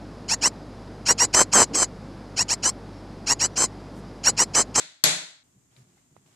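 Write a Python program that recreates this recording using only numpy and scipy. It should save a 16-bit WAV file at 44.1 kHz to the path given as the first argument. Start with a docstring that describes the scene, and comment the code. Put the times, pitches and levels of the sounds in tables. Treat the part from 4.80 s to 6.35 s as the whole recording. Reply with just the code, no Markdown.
"""A bare room with a table: a hammer strikes a steel clamp bar, first the tail of one blow, then a full blow.
At a cut to a second scene, the clamp screw is turned by hand: ticks, a soft rub, and a humming, juddering table.
Clicks set decaying sines ringing for the blows; filtered noise makes the room's tail, the rub and the hiss of
the microphones. Noise through resonances makes the hum, held wavering tones the judders, and tiny pushes the ticks."""
import sys
import numpy as np
from scipy import signal
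from scipy.io import wavfile

SR = 44100
rng = np.random.default_rng(int(sys.argv[2]) if len(sys.argv) > 2 else 0)


def makeup_ratio(level_db):
    """Linear amplitude ratio for a level in decibels (20 dB per factor of ten)."""
    decades = np.asarray(level_db, float) / 20
    return 10 ** decades


def wav_record(signal):
    """Record a signal, one row per channel, as 16-bit PCM in the file named by sys.argv[1]."""
    frames = np.transpose(np.atleast_2d(signal))
    bounded = np.clip(frames, -1, 1)
    # unit amplitude maps onto the largest positive 16-bit level
    quanta = np.round(bounded * 32767).astype(np.int16)
    wavfile.write(sys.argv[1], SR, quanta)


N = 68355
LEAD = 8820   # samples of run-in, thrown away or holding sound from before the start
CUT_S = 0.635   # the blows end and the clamp scene begins


def rms_one(x):
    """Scales a sound to an average strength (rms) of 1."""
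    return x / np.sqrt(np.mean(x ** 2) + 1e-20)


def at_hz(points, hz):
    """Reads a table of (f/Hz, value) at one frequency, on a log frequency axis."""
    table_hz, values = np.transpose(points)
    return np.interp(np.log(hz), np.log(table_hz), values)


def level(rows):
    """Turns (t/s, level/dB) rows into a gain that is silent before the cut and fades in over 5 ms."""
    t = np.arange(N) / SR
    fade_in = np.clip((t - CUT_S) * 200, 0, 1)
    return makeup_ratio(np.interp(t, *np.transpose(rows))) * fade_in


def pan(db):
    """Splits a left-right difference in dB into a left and a right gain."""
    return makeup_ratio(np.array([[.5 * db], [-.5 * db]]))


def ring(push, hz, t60):
    """A resonance: a unit click starts a sine of about height 1 that falls 60 dB in t60 seconds."""
    r = makeup_ratio(-60 / (t60 * SR))
    w = 2 * np.pi * hz / SR
    return signal.lfilter([0, np.sin(w)], [1, -2 * r * np.cos(w), r * r], push + 1e-18)


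def drift(rate_hz):
    """A slowly wandering random curve of spread 1: noise smoothed twice."""
    r = np.exp(-2 * np.pi * rate_hz / SR)
    noise = rng.standard_normal(N + LEAD)
    return rms_one(signal.lfilter([1], [1, -2 * r, r * r], noise)[LEAD:])


def bands(spectrum, likeness, size, t60s=None):
    """Stereo noise in sixth-octave bands, each with its level, left-right likeness and optional decay."""
    out, t = 0, np.arange(size) / SR
    edges = 30 * 2 ** np.arange(0, 9.2, 1 / 6)
    # neighbouring bands take turns with two noise pairs
    white = rng.standard_normal((2, 2, size + LEAD))
    for k, (low, high) in enumerate(zip(edges, edges[1:])):
        band = signal.butter(2, [low, high], "band", fs=SR, output="sos")
        mid, side = signal.sosfilt(band, white[k % 2])[:, LEAD:]
        hz = np.sqrt(low * high)
        alike = np.clip(at_hz(likeness, hz), -1, 1)
        fade = 1 if t60s is None else makeup_ratio(-60 * t / at_hz(t60s, hz))
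        # more of the shared noise makes left and right more alike
        stereo = np.sqrt(1 + alike) * mid + np.sqrt(1 - alike) * side * [[1], [-1]]
        out = out + makeup_ratio(at_hz(spectrum, hz)) * fade * stereo
    return out


# quick touches within one blow: [t/s after the blow, relative level/dB, left-right/dB in the treble]
CONTACTS = [(0, -20, 15), (0.0006, -16.5, 7), (0.0013, -11, 9.5), (0.002, -14, 8.5), (0.0037, -18.5, 7.5),
            (0.0062, -20, 8.5), (0.0088, -23, -5), (0.0165, -24, -1)]
# short rings of bar and hammer head: [f/Hz, relative level/dB, t60/s]
STEEL = [(324, -22.5, 0.026), (613, -21, .01), (1100, -12.5, .01), (1660, -8.5, .008), (2000, -10.5, .008),
         (2600, -11, .006), (3660, -2, 0.0051), (4420, -1.5, .01), (5300, -3.5, .005), (6500, -2, 0.0093),
         (7700, -2.5, .006), (9200, -15.5, .005), (11500, -3, .008), (13800, -11, 0.0057)]
RIGHT_LAG_S, RIGHT_DULL_HZ = 0.00067, 9000   # the right side comes later and duller
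FULL_PAN_HZ = 4484   # below this the left-right difference shrinks
LUCK_DB = 4.1   # random spread of each click's level


def steel_clank():
    """Each touch clicks every steel resonance with a random strength and sign, left and right apart."""
    clank = np.zeros((2, N))
    for hz, db, t60 in STEEL:
        clicks = np.zeros((2, N))
        for after, touch_db, pan_db in CONTACTS:
            strength_luck, sign_luck = rng.normal(0, 1, (2, 2))
            sides = pan(pan_db * min(1, hz / FULL_PAN_HZ))[:, 0]
            gains = makeup_ratio(touch_db + db + LUCK_DB * strength_luck) * np.sign(sign_luck) * sides
            left_at, right_at = int(after * SR), int((after + RIGHT_LAG_S) * SR)
            clicks[[0, 1], [left_at, right_at]] += gains
        clank += ring(clicks, hz, t60)
    clank[1] = signal.lfilter(*signal.butter(1, RIGHT_DULL_HZ, fs=SR), clank[1])
    return clank


# long rings of table, bar and room: [f/Hz, level/dB relative to the blow, t60/s, left-right/dB]
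TABLE = [(146.9, -34, 0.32, 0.5), (171.7, -33.5, 0.34, 0), (304.3, -39.5, .4, -1.5), (401, -42, .4, -1.5),
         (466, -44, 0.32, -2), (582.5, -40, 0.28, -3), (614.6, -36, 0.44, -2), (794, -43.5, .35, -1),
         (871, -39.5, .4, -1), (1971, -41, .5, -1), (2440, -37, .4, 1), (3320, -41, 0.61, 0.5),
         (3593, -37.5, 0.26, 1.5), (3742, -38, 0.41, 0.5), (4276, -36.5, 0.49, 0), (4270, -37, .42, -2.5),
         (4500, -39, .45, -2), (4640, -37.5, 0.44, -1), (5920, -45.5, 0.31, -0.5), (6266, -38.5, 0.39, 6.5),
         (7790, -36, .4, 6.5)]
RING_RISE_S = 0.002


def long_rings():
    """One click starts many slowly dying sines, which swell in softly over a few milliseconds."""
    t = np.arange(N) / SR
    hit = (t == 0) * 1.
    rings = sum(makeup_ratio(db) * pan(pan_db) * ring(hit, hz, t60) for hz, db, t60, pan_db in TABLE)
    return rings * (1 - np.exp(-t / RING_RISE_S))


def low_push():
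    """The low push of the blow: one click into a short 90 Hz resonance, leaning left."""
    hit = (np.arange(N) == 0) * 1.
    return makeup_ratio(-31) * pan(16.5) * ring(hit, 90, t60=.025)


# colour of the room's tail: [f/Hz, relative level/dB per Hz]
ROOM = [(53, -61), (90, -26), (173, -1.5), (245, -19), (312, -1.5), (353, -24.5), (451, -8.5), (520, -16),
        (565, -8.5), (782, -10), (1230, -11.5), (1470, -6), (2080, -5), (2400, -5), (3070, -10), (3690, 0),
        (5430, -8.5), (6400, -3.5), (7850, -2), (8870, -20), (11800, -5.5), (15300, -43.5), (22000, -120)]
# how fast the tail dies: [f/Hz, t60/s]
ROOM_T60 = [(60, 0.17), (160, 0.37), (420, 0.42), (1100, 0.49), (2900, 0.49), (4200, 0.49), (7700, 0.42),
            (11000, 0.36)]
# how alike left and right are: [f/Hz, likeness from -1 to 1]
ROOM_LIKENESS = [(60, 0.63), (180, 0.71), (550, 0.2), (1650, -0.0), (4970, -0.19), (15000, 0.04)]
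ROOM_DB, ROOM_PAN_DB = -19.5, 2   # relative to the blow, before the soft rise
ROOM_RISE_S, ROOM_TOP_HZ = 0.0098, 12300


def room_tail():
    """The many echoes of a bare room blur into noise that rises softly and dies at its own pace per band."""
    t = np.arange(N) / SR
    tail = bands(ROOM, ROOM_LIKENESS, size=N, t60s=ROOM_T60)
    tail = signal.sosfilt(signal.cheby2(10, 50, ROOM_TOP_HZ, fs=SR, output="sos"), tail)
    # the strength of the first 50 ms sets the level
    start_rms = np.sqrt(np.mean(tail[:, :2205] ** 2))
    tail = makeup_ratio(ROOM_DB) * pan(ROOM_PAN_DB) * tail / start_rms
    return tail * (1 - np.exp(-t / ROOM_RISE_S))


# hammer blows; the first falls before the start, so only its tail is heard: [t/s, gain level/dB]
BLOWS = [(-0.15, -1.5), (0.2383, 2.5)]


def hammer():
    """Each blow adds a fresh steel clank to the same long rings, low push and room tail."""
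    out = np.zeros((2, N + LEAD))
    after_blow = room_tail() + long_rings() + low_push()
    for s, blow_db in BLOWS:
        blow = makeup_ratio(blow_db) * (steel_clank() + after_blow)
        i = int(s * SR) + LEAD
        n = min(N, N + LEAD - i)
        out[:, i:i + n] += blow[:, :n]
    fade_out = np.clip((CUT_S - np.arange(N) / SR) * 200, 0, 1)   # the last 5 ms before the cut
    return out[:, LEAD:] * fade_out


# colour of the hiss: [f/Hz, relative level/dB per Hz]
HISS = [(18, -49), (30, -19), (77, -17.5), (133, -8.5), (219, -19.5), (249, -12), (443, -23.5), (728, -40),
        (945, -31.5), (1360, -32.5), (1720, -46.5), (2020, -36.5), (4090, -51), (7080, -20.5),
        (11000, -43.5), (14000, -33.5), (15500, -62)]
# how alike left and right are, also used for the rub: [f/Hz, likeness from -1 to 1]
HISS_LIKENESS = [(60, 0.63), (180, 0.93), (550, -0.098), (1650, 0.01), (4970, -0.01), (15000, -0.01)]
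HISS_DB, BEFORE_CUT_DB = -66.5, -7.5   # level after the cut; change to it before the cut


def microphone_hiss():
    """The microphones' steady coloured noise, which steps up in level at the cut."""
    t = np.arange(N) / SR
    hiss = rms_one(bands(HISS, HISS_LIKENESS, size=N))
    return hiss * makeup_ratio(HISS_DB + BEFORE_CUT_DB * (t < CUT_S))


# strength of the rub, before the grains: [t/s, level/dB]
RUB = [(.63, -68), (.7, -72.5), (.89, -74), (.92, -68.5), (.96, -66), (.97, -61.5), (1.02, -64.5),
       (1.05, -71), (1.11, -68.5), (1.15, -70), (1.18, -65.5), (1.22, -70), (1.27, -73), (1.35, -72),
       (1.37, -66.5), (1.4, -72), (1.455, -70.5), (1.465, -65.5), (1.55, -66.5)]
# colour of the rub: [f/Hz, relative level/dB per Hz]
RUB_COLOUR = [(300, -26), (600, -1.5), (1200, -6), (2200, -7.5), (4000, -10), (5500, -10), (9000, -12),
              (12000, -21), (14500, -18), (16000, -48)]
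RUB_GRAINS_DB, RUB_GRAINS_HZ = 1, 150   # spread and pace of the random unevenness


def rub():
    """Hands and screw rubbing: coloured noise that swells and fades, with fine random unevenness."""
    noise = rms_one(bands(RUB_COLOUR, HISS_LIKENESS, size=N))
    grains = makeup_ratio(RUB_GRAINS_DB * drift(RUB_GRAINS_HZ))
    return noise * level(RUB) * grains


# table top humming under the hands, before the bass is thinned: [t/s, level/dB]
HUM = [(0.63, -77), (0.69, -87), (0.7, -82), (0.772, -64), (0.798, -77), (0.9, -85.5), (0.91, -70.5),
       (0.954, -81), (0.98, -51.5), (1.022, -64), (1.04, -59), (1.204, -72), (1.228, -92.5), (1.274, -79),
       (1.298, -82), (1.32, -62.5), (1.532, -65.5), (1.55, -75)]
# resonances of the loaded table: [f/Hz, width/Hz (nominal, wider dies sooner), relative level/dB]
BOARD = [(80, 30, -18), (130, 11, -1.5), (152, 33, -1.5), (184, 42, 6), (253, 45, -8.5), (350.4, 24, -1.5),
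         (420, 54, -20), (609, 51, -20)]
HUM_LUMPS_DB, HUM_LUMPS_HZ = 3.0, 30   # spread and pace of the lumps
HUM_LOW_HZ = 95   # the hum is thinned below this


def table_hum():
    """Lumpy noise shakes the table's resonances, so the top hums unevenly."""
    noise = rng.standard_normal(N) * makeup_ratio(HUM_LUMPS_DB * drift(HUM_LUMPS_HZ))
    resonances = sum(makeup_ratio(db) * rms_one(ring(noise, hz, 3.0 / width)) for hz, width, db in BOARD)
    hum = rms_one(resonances) * level(HUM)
    return signal.sosfilt(signal.butter(2, HUM_LOW_HZ, "high", fs=SR, output="sos"), hum)


# judders of the table: [t/s, length/s, f/Hz before the wobble, level/dB of the main tone]
JUDDERS = [(0.76, 0.033, 129, -56), (0.974, 0.059, 130, -51.5), (1.315, 0.027, 144.8, -57),
           (1.372, 0.017, 140, -54.5)]
EDGE_S = 0.0055   # fade at either end
WOBBLE, WOBBLE_HZ = 0.047, 13   # spread of the pitch as a fraction, and its pace
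OVERTONE_DB = -16   # the octave above, relative to the main tone


def table_judders():
    """Short held tones with an overtone, their pitch wavering, as the table judders under the load."""
    out, t = np.zeros(N), np.arange(N) / SR
    wobble = 1 + WOBBLE * drift(WOBBLE_HZ)
    for s, length, hz, db in JUDDERS:
        phase = 2 * np.pi * hz * np.cumsum(wobble * (t > s)) / SR
        shape = np.clip(np.minimum(t - s, s + length - t) / EDGE_S, 0, 1)
        tone = np.sin(phase) + makeup_ratio(OVERTONE_DB) * np.sin(2 * phase)
        out = out + makeup_ratio(db) * shape * tone
    return out


# ticks of the clamp: [t/s, peak level/dB before panning, f/Hz, t60/s, left-right/dB]
TICKS = [(0.9149, -65, 3200, .012, 8), (0.9650, -51, 3950, 0.0051, 16), (0.965, -53.5, 2550, .006, 7),
         (0.9660, -62, 3200, 0.0054, 2), (0.9668, -56, 4600, 0.0065, 4), (0.9727, -59, 2000, 0.0068, -4.5),
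         (1.171, -60.5, 791, 0.038, 3), (1.177, -63, 1510, 0.0084, 8), (1.18, -63.5, 2090, 0.039, -4.5),
         (1.3652, -46.5, 930, 0.0019, -20), (1.366, -63, 3800, .003, -11.5),
         (1.3672, -56.5, 2000, .004, -17), (1.462, -57, 890, 0.005, 3.5), (1.463, -59, 2600, 0.0048, 1),
         (1.484, -59, 605, .01, 5)]


def ticks():
    """Single small contacts: the part is pressed in and springs back, then rings briefly."""
    out, t = 0, np.arange(N) / SR
    for s, db, hz, t60, pan_db in TICKS:
        press = -np.sin(2 * np.pi * np.clip((t - s) * hz, 0, 1))   # one cycle: in, then back
        rung = ring(press, hz, t60)
        out = out + makeup_ratio(db) * pan(pan_db) * rung / np.abs(rung).max()
    return out


def scene():
    """Over the hiss: the blows, then the handled clamp and table."""
    return microphone_hiss() + rub() + hammer() + table_hum() + table_judders() + ticks()


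OVERLOAD = 1.0   # loud peaks are rounded towards this height
BASS_CUT_HZ, TOP_CUT_HZ = 33, 15600


def top_cut(x):
    """Nothing passes above the cut-off."""
    return signal.sosfilt(signal.butter(12, 15680, fs=SR, output="sos"), x)


def record(dry):
    """Loud peaks are softly rounded, then the deep bass and the very top are cut away."""
    rounded = OVERLOAD * np.tanh(dry / OVERLOAD)
    cut = signal.sosfilt(signal.butter(2, BASS_CUT_HZ, "high", fs=SR, output="sos"), rounded)
    cut = signal.sosfilt(signal.cheby2(12, 70, TOP_CUT_HZ, fs=SR, output="sos"), cut)
    return top_cut(cut)


dry = scene()
out = record(dry)
wav_record(out)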